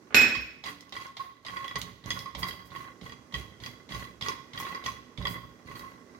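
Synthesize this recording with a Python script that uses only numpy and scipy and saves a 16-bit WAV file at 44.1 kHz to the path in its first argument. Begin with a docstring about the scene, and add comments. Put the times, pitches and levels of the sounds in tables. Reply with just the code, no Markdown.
"""In a tiled kitchen, heard from just above a hob: a steel dish is put down nearby with a clang and chatters,
its decaying modes fluttering until they are damped. Then a steel spoon stirs peanuts in a dry metal wok, about
three strokes a second: clacks and knocks ring the pan's modes, tiny random contacts make the nuts rattle
and their skins rustle, and the pan rumbles on its stand. Scrapes, short squeaks and clicks come in between.
A soft background of coloured noise with a faint hum lies under everything."""
import sys
import numpy as np
from scipy import signal
from scipy.fft import rfft, irfft
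from scipy.io import wavfile
from scipy.ndimage import uniform_filter1d

SR = 44100
rng = np.random.default_rng(int(sys.argv[2]) if len(sys.argv) > 2 else 0)


def file_out(sig):
    """Save sig as 16-bit WAV at sys.argv[1]."""
    # one column per channel
    cols = np.atleast_2d(sig).T
    # limit, then scale
    lim = np.clip(cols, -1, 1)
    pcm = np.round(lim * 32767).astype(np.int16)
    wavfile.write(sys.argv[1], SR, pcm)


N = 273147
TIME = np.arange(N) / SR

# Source levels are relative: each layer's balance, room and stereo place come on top.

# Spoon blows on the pan; hardness is treble over bass:
# [start_s, level_db, hardness_db, upper_over_lower_treble_db]
SPOON_KNOCKS = [(0.35, -31.5, 4, -3), (0.663, -38, 3.5, 1), (0.6814, -41, 5, -6), (0.9644, -33, -1.5, -6),
                (1.011, -51.5, 9, -1), (1.2032, -38.5, -5, 4), (1.464, -41.5, 7, 3),
                (1.4825, -41.5, 5.5, -8), (1.5682, -30.5, -2.5, -7), (1.6426, -38, 3.5, -7),
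                (1.679, -44.5, 13.5, -12), (1.71, -34, -4, -10), (1.7561, -27, 0.5, -1),
                (1.7657, -33, -8, 9), (2.1042, -32, 11, -5), (2.1138, -38, 9, -12), (2.2569, -34, -7.5, -4),
                (2.4297, -26, 3, -1.5), (2.4484, -50, -8, -9), (2.4838, -49.5, 16, 6),
                (2.5079, -48.5, 15.5, -4), (2.7606, -39, -0.5, -5), (3.061, -40.5, -2, -7.5),
                (3.0946, -42.5, 0.5, -5), (3.1205, -40, 0.5, -3.5), (3.34, -33.5, 8, -10.5),
                (3.3475, -35, 4, -6.5), (3.636, -46, 11.5, -3.5), (3.6603, -37, 5.5, -4.5),
                (3.92, -48, 15, -6), (3.946, -32.5, -1.5, -4), (4.0406, -46.5, 5.5, -4),
                (4.2221, -55, 29, -7.5), (4.2609, -29.5, -3, -3), (4.2833, -25.5, -3.5, -5.5),
                (4.575, -37, 7, -7), (4.6, -28.5, -5.5, -11), (4.6498, -33, -3.5, -7),
                (4.6863, -41.5, 1, 1), (4.7468, -29.5, -5.5, -1.5), (4.8608, -28, 2.5, -4),
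                (4.8794, -28.5, -9, -4), (5.2234, -45, 7, -7), (5.252, -27, 4, -12.5),
                (5.269, -26.5, 0, -3), (5.712, -42.5, -10, 7), (5.7542, -42, 1, -2),
                (5.7931, -41.5, -1.5, 3), (6.1475, -47, -12, 4)]
# Modes of the pan, damped by the nuts: [pitch_hz, level_db, t60_s]
PAN_MODES = [(986, -3.5, 0.042), (1080, 0.5, 0.13), (1131.5, -1, 0.059), (1453, -12.5, 0.098),
             (1942, 3.5, 0.033), (2031, -3, 0.049), (3090, -36, 0.024), (3326, -1.5, 0.032),
             (3910, -11, 0.046), (4440, -21.5, 0.028), (4847, -8, 0.012), (6214, -17, 0.026)]
# Dull, dense part of the pan's response: [pitch_hz, level_db]
PAN_BODY_COLOUR = [(100, 2.5), (350, 10.5), (750, -5.5), (1100, 6.5), (2500, 4.5), (4500, -15.5),
                   (6000, -23.5), (8000, -6.5), (16000, -4.5)]
# Middle modes of a blow: offset, and the share of the hardness that they take
CLINK_DB, CLINK_SHARE = -2.5, 0.69
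TICK_DB = -19  # gritty tick, relative to the treble

# Strokes of the spoon: [start_s, push_length_s, landing_clack_db, nuts_rattle_db, skins_rustle_db,
# spoon_slide_db, pan_rumble_db]
STROKES = [(0.639, 0.053, -28, -47.5, -44, -59, -52), (0.923, 0.13, -28.5, -47.5, -49.5, -61, -54),
           (1.1677, 0.057, -30, -52, -57, -55.5, -58), (1.4489, 0.3, -34, -47.5, -51, -61, -50.5),
           (1.7557, 0.13, -29.5, -57, -60, -65, -43.5), (2.039, 0.18, -39.5, -48, -51.5, -51, -42),
           (2.3492, 0.18, -26.5, -47.5, -56, -52, -40), (2.704, 0.14, -44, -48.5, -54.5, -58.5, -49),
           (3.012, 0.07, -39, -56.5, -53, -61, -46.5), (3.3227, 0.084, -37, -54, -48, -55, -42.5),
           (3.601, 0.09, -40, -55, -52.5, -55.5, -45), (3.89, .15, -36.5, -48.5, -47, -54, -43),
           (4.2107, 0.096, -25.5, -43.5, -43, -54, -44.5), (4.5328, 0.23, -33.5, -45, -49.5, -57, -46),
           (4.839, 0.024, -32, -46, -40.5, -46, -43.5), (5.1752, 0.19, -31, -50.5, -54, -64, -37.5),
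           (5.647, 0.26, -71, -51.5, -56, -63, -46.5), (6.088, 0.058, -72, -69, -83, -84, -66)]
# How each layer follows a stroke: [attack_s, mid_stroke_swell_db, push_sag_db_per_s, release_db_per_s]
RATTLE_SHAPE = (.04, 1, 3, 130)
RUSTLE_SHAPE = (.025, 3, 20, 180)
SLIDE_SHAPE = (.07, 3, 10, 170)
RUMBLE_SHAPE = (.01, 1.5, 40, 110)
# Between strokes the nuts keep settling at a steady low level
RATTLE_REST_DB, RUSTLE_REST_DB, SLIDE_REST_DB, RUMBLE_REST_DB = -69, -72, -83, -67

# Colour of the spoon landing among the nuts: [pitch_hz, level_db]
LANDING_COLOUR = [(300, -14.5), (1100, 1.5), (1550, -16), (2050, 5), (2600, -11.5), (3400, 5.5),
                  (4000, -0.5), (5100, -7.5), (6500, -13.5), (8500, -26), (16000, -34)]
# Colour of dry skins sliding: [pitch_hz, level_db]
RUSTLE_COLOUR = [(300, -23), (1500, -1.5), (2700, 3.5), (3300, -14), (4200, 1.5), (4900, -5), (5600, -9),
                 (6400, -7.5), (7500, -10.5), (16000, -22)]
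# Hiss of the spoon edge on the metal: [pitch_hz, level_db]
SLIDE_COLOUR = [(1000, 2.5), (4000, -5), (6500, 3), (8000, -10.5), (11000, 2), (16000, -2)]

# The pan on its stand: [pitch_hz, level_db, t60_s]
STAND_MODES = [(65.7, -2, 0.085), (83.6, -5.5, 0.019), (110.2, -2, 0.054), (129, -5.5, 0.11),
               (137.6, -7.5, 0.13), (176, -3.5, 0.16), (246.4, -3.5, 0.065), (306, -12.5, 0.085),
               (414, -4.5, 0.027), (554, -10, 0.056)]
# The pan rocking against its stand: [start_s, level_db]
THUMPS = [(0.166, -36), (0.366, -38), (1.746, -38.5), (2.056, -41), (2.356, -34.5), (3.346, -30.5),
          (3.936, -33), (5.182, -30.5), (5.245, -40)]
# Rocking modes of the pan: [pitch_hz, level_db, t60_s]
ROCKING_MODES = [(62, -1, .3), (102, -6, .14), (127, -2.5, .18)]

# The spoon edge biting into a hard, hissing scrape: [start_s, level_db, length_s]
HARD_SCRAPES = [(.68, -54, .04), (1.775, -48, 0.03), (2.371, -46, .055), (2.465, -46, 0.04),
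                (2.636, -62, 0.06), (4.575, -45, 0.055), (5.243, -49.5, 0.13), (5.73, -56.5, 0.11)]
# Hiss of a hard scrape: [pitch_hz, level_db]
BITE_COLOUR = [(3500, -7), (6000, -4.5), (9000, -4.5), (13400, 1), (16000, -1)]
# Squeaks of the spoon edge: [start_s, level_db, length_s]
SQUEAKS = [(5.652, -66, 0.025), (5.694, -58.5, 0.02), (5.747, -55, .028)]
SQUEAK_HZ, SQUEAK_WIDTH_HZ = 4400, 65

# The spoon edge dragging on the pan: [start_s, level_db, length_s]
DRAGS = [(0.982, -45, 0.072), (1.056, -42.5, 0.094), (1.195, -30, 0.049), (1.274, -54, 0.063),
         (1.594, -38.5, .07), (2.256, -38.5, .06), (2.799, -44.5, 0.084), (4.293, -44, 0.068),
         (4.67, -38.5, 0.09), (5.29, -42, 0.061), (5.427, -44, 0.063), (5.831, -40.5, 0.066)]
# The mode that a drag sets singing: [pitch_hz, level_db]
SINGING_COLOUR = [(900, -50), (1040, -6), (1070, 5), (1085, 15), (1100, -7), (1130, -12), (1300, -16.5)]

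# Single nuts snapping out from under the spoon: [start_s, peak_level_db]
SNAPS = [(0.808, -33.5), (0.894, -40), (1.068, -39), (1.68, -35), (1.8158, -22.5), (2.06, -34),
         (2.1908, -25), (2.43, -39), (3.662, -30.5), (4.2851, -19.5), (4.601, -32), (4.632, -38),
         (4.865, -27)]
# Colour of a snap: [pitch_hz, level_db]
SNAP_COLOUR = [(300, -29), (1500, -9), (3000, -1), (5500, 2), (8000, -12), (16000, -17)]

# Steel dish touching down and chattering: [start_s, clatter_level_db]
DISH_HITS = [(.01, -40.5), (0.106, -30.5), (0.124, -28.5), (0.1444, -7.5), (0.151, -25.5), (0.168, -14.5),
             (0.181, -17.5), (.198, -18.5), (0.213, -17.5), (0.24, -22)]
# Ringing modes of the dish, led by two low thuds of the counter or stove beneath it: [pitch_hz, level_db,
# t60_s]
DISH_MODES = [(245, -15, .45), (317, -20, .5), (1484, -18, .55), (1597, -20, .5), (1944, -20, .55),
              (2071, -20, .5), (2507, -9, .55), (2528, 0, .57), (2561, -3, .56), (5326, -14, .54),
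              (5349, -18, .5), (7407, -17, .36), (7432, -21, .36), (8527, -30, .3), (11382, -16, .26),
              (11420, -22, .26), (12280, -33, .27), (15140, -22, .22), (15169, -18, .22)]
# Colour of the dish clattering on the counter: [pitch_hz, level_db]
CLATTER_COLOUR = [(40, -39), (90, -5), (195, -12.5), (250, 1.5), (330, -9), (450, -5), (750, -7),
                  (1050, -9), (1550, 1), (2300, 4), (3200, -4.5), (5000, -6), (6800, -9), (9000, -19.5),
                  (16000, -48.5)]
DISH_LANDS_S, DISH_RING_DB = .1445, -13.5  # the landing that sets the dish ringing
# The ring flutters irregularly as the dish settles: fastest rate, and rms depth
DISH_FLUTTER_TOP_HZ, DISH_FLUTTER_DEPTH = 22.4, 0.58
DISH_STILL_S, DISH_STILL_T60_S = 0.51, .12  # then it is damped and the ring stops

# Colour of the kitchen background: [pitch_hz, level_db_per_hz]
AIR_COLOUR = [(20, -47), (38, -34), (60, -15), (130, -6.5), (270, 1.5), (450, -2.5), (750, -13),
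              (1500, -14), (3000, -30), (6000, -21), (8000, -31), (16000, -42)]
# Level of the kitchen background: [time_s, level_db]
AIR_LEVEL = [(0, -58), (1.4, -66.5), (2.9, -57), (5.5, -58.5), (6.2, -56)]
# Reverberation of the kitchen: [pitch_hz, t60_s]
ROOM_T60 = [(200, 0.77), (1000, 0.58), (2500, 0.67), (5000, 0.62), (9000, 0.48), (16000, 0.72)]
# Flat colour: [pitch_hz, level_db]
WHITE = [(20, 0), (20000, 0)]
TOP_HZ = 16200  # top of the microphone's range


def undb(db):
    """Decibels to gain."""
    return 10 ** (np.asarray(db) / 20)


def unit(x):
    """Scale to rms 1."""
    return x / np.sqrt(np.mean(x ** 2))


def impulse(x):
    """Scale a response to energy 1 in each channel."""
    return x / np.sqrt(np.sum(x ** 2, axis=-1, keepdims=True))


def burst(x, length_s):
    """Scale a short sound to the energy of rms 1 held for length_s."""
    return impulse(x) * np.sqrt(length_s * SR)


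def left_over_right(db):
    """Channel gains for a left-minus-right level."""
    return undb(np.array([[db], [-db]]) / 2)


def curve(rows, axis=1):
    """One column of a table, joined by straight lines in time."""
    rows = np.array(rows)
    return np.interp(TIME, rows[:, 0], rows[:, axis])


def add(track, start_s, sound):
    """Mix a sound into a track at its start time."""
    i = int(start_s * SR)
    track[:, i:i + sound.shape[1]] += sound[:, :N - i]


def convolve(x, response):
    """Pass a sound through a stereo response."""
    return signal.fftconvolve(np.atleast_2d(x), response, axes=1)[:, :N]


def band(x, lo_hz, hi_hz):
    """Causal band-pass."""
    edges = [lo_hz, min(hi_hz, SR / 2 - 100)]
    return signal.sosfilt(signal.butter(2, edges, "band", fs=SR, output="sos"), x)


def noise(colour, size, alike_hz=750):
    """Coloured stereo noise; long waves reach both microphones alike."""
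    hz = np.fft.rfftfreq(size, 1 / SR) + 1
    points, db = np.transpose(colour)
    common, *own = rfft(rng.standard_normal((3, size)))
    share = 1 / (1 + (hz / alike_hz) ** 2)
    both = np.sqrt(share) * common + np.sqrt(1 - share) * np.array(own)
    gain = undb(np.interp(np.log(hz), np.log(points), db))
    return unit(irfft(both * gain, size))


def fade(t, t60):
    """Exponential decay, 60 dB down after t60 seconds."""
    return np.exp(-np.log(1000) * t / t60)


def ring(modes, t, phase):
    """Decaying sine modes; each takes a phase for each microphone."""
    total = 0
    for (hz, db, t60), p in zip(modes, phase):
        total = total + undb(db) * fade(t, t60) * np.sin(2 * np.pi * hz * t + p[:, None])
    return total


def contacts(per_s, spread_db):
    """Random tiny impacts, many weak and a few strong."""
    chance = rng.random(N)
    size = np.minimum(rng.exponential(size=N), 4)
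    return unit((chance < per_s / SR) * undb(spread_db * size) * rng.choice([-1, 1], N))


def grains(colour, per_s, spread_db):
    """A crackle of very short clicks of one colour."""
    t = TIME[:128]
    click = noise(colour, len(t)) * fade(t, 0.015)
    return unit(convolve(contacts(per_s, spread_db), click))


def arch(db, length_s):
    """A level that swells and fades once."""
    return undb(db) * np.hanning(int(length_s * SR))


def effort(shape, rest_db, axis):
    """Gain of one layer: each stroke takes hold, swells where the spoon is fastest, sags and dies away."""
    attack_s, swell_db, sag_db_per_s, release_db_per_s = shape
    power = np.full((1, N), undb(rest_db) ** 2)
    t = TIME[None, :SR]
    for row in STROKES:
        start_s, length_s = row[:2]
        pushed = np.minimum(t, length_s)
        speed = np.sin(np.pi * pushed / length_s)
        db = row[axis] + swell_db * (speed - .5) - sag_db_per_s * pushed
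        db = db - release_db_per_s * (t - pushed)
        add(power, start_s, (np.minimum(t / attack_s, 1) * undb(db)) ** 2)
    return np.sqrt(power[0])


def kitchen(x, wet_db, early_db):
    """Direct sound, quick reflections from wall tiles and counter, and a diffuse tail."""
    t = TIME[:SR]
    hz, when, cells = signal.stft(noise(WHITE, SR), SR, nperseg=256)
    points, t60 = np.transpose(ROOM_T60)
    decay = fade(when, np.interp(np.log(hz + 1), np.log(points), t60)[:, None])
    tail = signal.istft(cells * decay, SR)[1][:, :SR]
    tail = tail * (1 - fade(t, 0.035))
    early = noise(WHITE, SR) * fade(t, 0.11) * (t > .002)
    return x + convolve(x, undb(wet_db) * impulse(tail) + undb(early_db) * impulse(early))


def pan_response(body_db, body_t60, detune):
    """One blow on the pan: the place struck sets the share of each mode, over a short dense crack."""
    t = TIME[:SR // 6]
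    modes = np.array(PAN_MODES)
    chance = rng.standard_normal((len(modes), 2))
    height = np.sqrt(modes[:, 0] / modes[:, 0].max())  # short waves feel the contact point most
    modes[:, 0] *= 1 + detune * height * chance[:, 0]  # the load of nuts and spoon shifts the pitch
    modes[:, 1] += 5 * height * chance[:, 1]
    tones = ring(modes, t, rng.uniform(0, 2 * np.pi, (len(modes), 2)))
    crack = noise(PAN_BODY_COLOUR, len(t)) * fade(t, body_t60)
    swell = 1 - fade(t, 0.0089)  # bending waves take a moment to fill the pan
    return impulse(tones * swell) + undb(body_db) * impulse(crack * swell)


def spoon():
    """Each blow rings the pan; the harder the contact, the more of its upper modes and of a gritty tick."""
    out, t = np.zeros((2, N)), TIME[:SR // 6]
    for start_s, db, hardness_db, upper_db in SPOON_KNOCKS:
        blow = pan_response(body_db=-7.5, body_t60=0.023, detune=0.014)
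        low = burst(band(blow, 336, 1930), length_s=0.004)
        middle = burst(band(blow, 1735, 2550), length_s=0.0037)
        middle = undb(CLINK_DB + CLINK_SHARE * hardness_db) * middle
        clack = impulse(band(blow, 2880, 3850)) + undb(upper_db) * impulse(band(blow, 4180, 5700))
        high = burst(clack * fade(t, 0.082), length_s=0.0014)  # the resting spoon damps the upper modes
        grit = band(noise(SLIDE_COLOUR, len(t)), 3200, 19000) * fade(t, .03) * (1 - fade(t, .008))
        tick = undb(TICK_DB) * burst(grit, length_s=0.00023)
        add(out, start_s, undb(db) * (low + middle + undb(hardness_db) * (high + tick)))
    return kitchen(out, wet_db=-5.5, early_db=-2.5) * left_over_right(-5.0)


def landings():
    """Each stroke opens with a dry clack: the nuts cushion the spoon, so the pan hardly rings."""
    out, t = np.zeros((2, N)), TIME[:SR // 6]
    for start_s, _, db, *_ in STROKES:
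        clack = noise(LANDING_COLOUR, len(t)) * fade(t, 0.043) * (1 - fade(t, 0.0044))
        add(out, start_s, undb(db) * burst(clack, length_s=0.00067))
    return kitchen(out, wet_db=-4, early_db=-3.5) * left_over_right(-6.0)


def nuts():
    """Nuts tumble against many places of the pan while their skins and the spoon slide over it."""
    rattle = 0
    for _ in range(10):  # places on the pan
        hits = contacts(per_s=40, spread_db=5.0)
        rattle = rattle + convolve(hits, pan_response(body_db=-5.5, body_t60=0.014, detune=0.03))
    rattle = unit(band(rattle, 258, 3600)) * effort(RATTLE_SHAPE, RATTLE_REST_DB, axis=3)

    rustle = unit(sum(grains(RUSTLE_COLOUR, per_s=130, spread_db=2.5) for _ in range(6)))
    rustle = rustle * effort(RUSTLE_SHAPE, RUSTLE_REST_DB, axis=4)

    slide = grains(SLIDE_COLOUR, per_s=1700, spread_db=6.0) + undb(5.0) * noise(SLIDE_COLOUR, N)
    slide = unit(slide) * effort(SLIDE_SHAPE, SLIDE_REST_DB, axis=5)

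    tumbling = undb(2.5) * kitchen(rattle, wet_db=-16.5, early_db=-4)
    tumbling = tumbling + undb(-2.5) * kitchen(rustle, wet_db=-25.5, early_db=-5)
    sliding = undb(-2.0) * kitchen(slide, wet_db=-26, early_db=-18)
    return tumbling * left_over_right(-4.5) + sliding * left_over_right(-6.5)


def stand():
    """The push of each stroke makes the pan judder on its stand; separate thumps rock it."""
    t = TIME[:SR // 2]
    response = ring(STAND_MODES, t, np.zeros((len(STAND_MODES), 2)))
    judder = convolve(contacts(per_s=170, spread_db=2.0), response)
    # Even out the level, so that the stroke alone sets its strength
    judder = judder / np.sqrt(uniform_filter1d(judder ** 2, SR // 12) + 1e-9)
    judder = undb(-0.5) * band(judder, 55.0, 2500) * effort(RUMBLE_SHAPE, RUMBLE_REST_DB, axis=6)
    rocking = ring(ROCKING_MODES, t, np.zeros((len(ROCKING_MODES), 2)))
    rocking = rocking * (1 - fade(t, 0.042))  # a slow push moves only the lowest modes
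    for start_s, db in THUMPS:
        add(judder, start_s, undb(db) * rocking)
    return kitchen(judder, wet_db=-10, early_db=-10.5) * left_over_right(-8.0)


def scrapes():
    """Pressed hard, the spoon edge hisses over the metal; now and then it sticks and squeaks."""
    out = np.zeros((2, N))
    for start_s, db, length_s in HARD_SCRAPES:
        swell = arch(db, length_s)
        add(out, start_s, swell * noise(BITE_COLOUR, len(swell)))
    for start_s, db, length_s in SQUEAKS:
        swell = arch(db, length_s)
        tone = band(noise(WHITE, SR), SQUEAK_HZ - SQUEAK_WIDTH_HZ / 2, SQUEAK_HZ + SQUEAK_WIDTH_HZ / 2)
        add(out, start_s, swell * unit(tone[:, -len(swell):]))
    return kitchen(out, wet_db=-8.5, early_db=-3) * left_over_right(-8)


def drags():
    """Friction of the spoon edge keeps the pan's strongest mode singing for a moment."""
    out = np.zeros((2, N))
    for start_s, db, length_s in DRAGS:
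        size = int(length_s * SR)
        tone = band(noise(SINGING_COLOUR, SR), 810, 1350)[:, -size:]
        grip = np.sin(np.pi * np.sqrt(np.linspace(0, 1, size))) ** 2  # bites quickly, lets go slowly
        add(out, start_s, undb(db) * unit(tone * grip))
    return undb(-7) * kitchen(out, wet_db=-6.5, early_db=-23) * left_over_right(-5)


def snaps():
    """A pinched nut slips free with a dry noise click that does not ring the pan."""
    out, t = np.zeros((2, N)), TIME[:SR // 20]
    for start_s, db in SNAPS:
        click = noise(SNAP_COLOUR, len(t)) * fade(t, 0.0046) * (1 - fade(t, 0.0071))
        add(out, start_s, undb(db) * click / np.abs(click).max())
    return kitchen(out, wet_db=-7.5, early_db=-2.5) * left_over_right(-7)


def dish():
    """The dish chatters on the counter; its close pairs of modes swell, beat and flutter until it lies still."""
    t = TIME[:SR]
    clatter, tones = np.zeros((2, 2, N))
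    for start_s, db in DISH_HITS:
        hit = noise(CLATTER_COLOUR, len(t)) * fade(t, 0.029) * (1 - fade(t, 0.0045))
        hit = band(hit, 30, 16000 * undb(0.77 * db))  # softer contacts are duller
        add(clatter, start_s, undb(db) * hit)

    modes = 0
    for mode in DISH_MODES:
        flutter = unit(band(rng.standard_normal(SR), 4, DISH_FLUTTER_TOP_HZ))
        modes = modes + ring([mode], t, np.zeros((1, 2))) * (1 + DISH_FLUTTER_DEPTH * flutter)
    swell = 1 - fade(t, .07)
    add(tones, DISH_LANDS_S, undb(DISH_RING_DB) * modes * swell)
    tones *= fade(np.maximum(TIME - DISH_STILL_S, 0), DISH_STILL_T60_S)

    tones = kitchen(tones, wet_db=-9, early_db=-22) * left_over_right(-6)
    return kitchen(clatter, wet_db=2.5, early_db=-3.0) * left_over_right(-3) + tones


def low_note():
    """A soft low note, one decaying sine, rings briefly early in the stirring."""
    out, t = np.zeros((2, N)), TIME[:SR]
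    note = ring([(288, -47.5, 0.78)], t, np.zeros((1, 2)))
    add(out, .69, note * (1 - fade(t, 0.1)))
    return out * left_over_right(-5)


def air():
    """Soft kitchen background: coloured noise with a faint steady hum, under one slow level curve."""
    hum = undb(-4.5) * np.sin(2 * np.pi * 246 * TIME)
    return (noise(AIR_COLOUR, N) + hum) * undb(curve(AIR_LEVEL)) * left_over_right(-8.0)


def scene():
    """Everything heard from just above the pan."""
    stirring = spoon() + landings() + nuts() + stand()
    details = scrapes() + drags() + snaps()
    return stirring + details + dish() + low_note() + air()


def record(dry):
    """The phone microphone thins the deepest bass, gently rounds the loudest peaks and cuts the top."""
    thin = signal.sosfilt(signal.butter(3, 45, "high", fs=SR, output="sos"), dry)
    rounded = 1.3 * np.tanh(thin / 1.3)
    return signal.sosfilt(signal.ellip(10, .2, 80, TOP_HZ, fs=SR, output="sos"), rounded)


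dry = scene()
out = record(dry)
file_out(out)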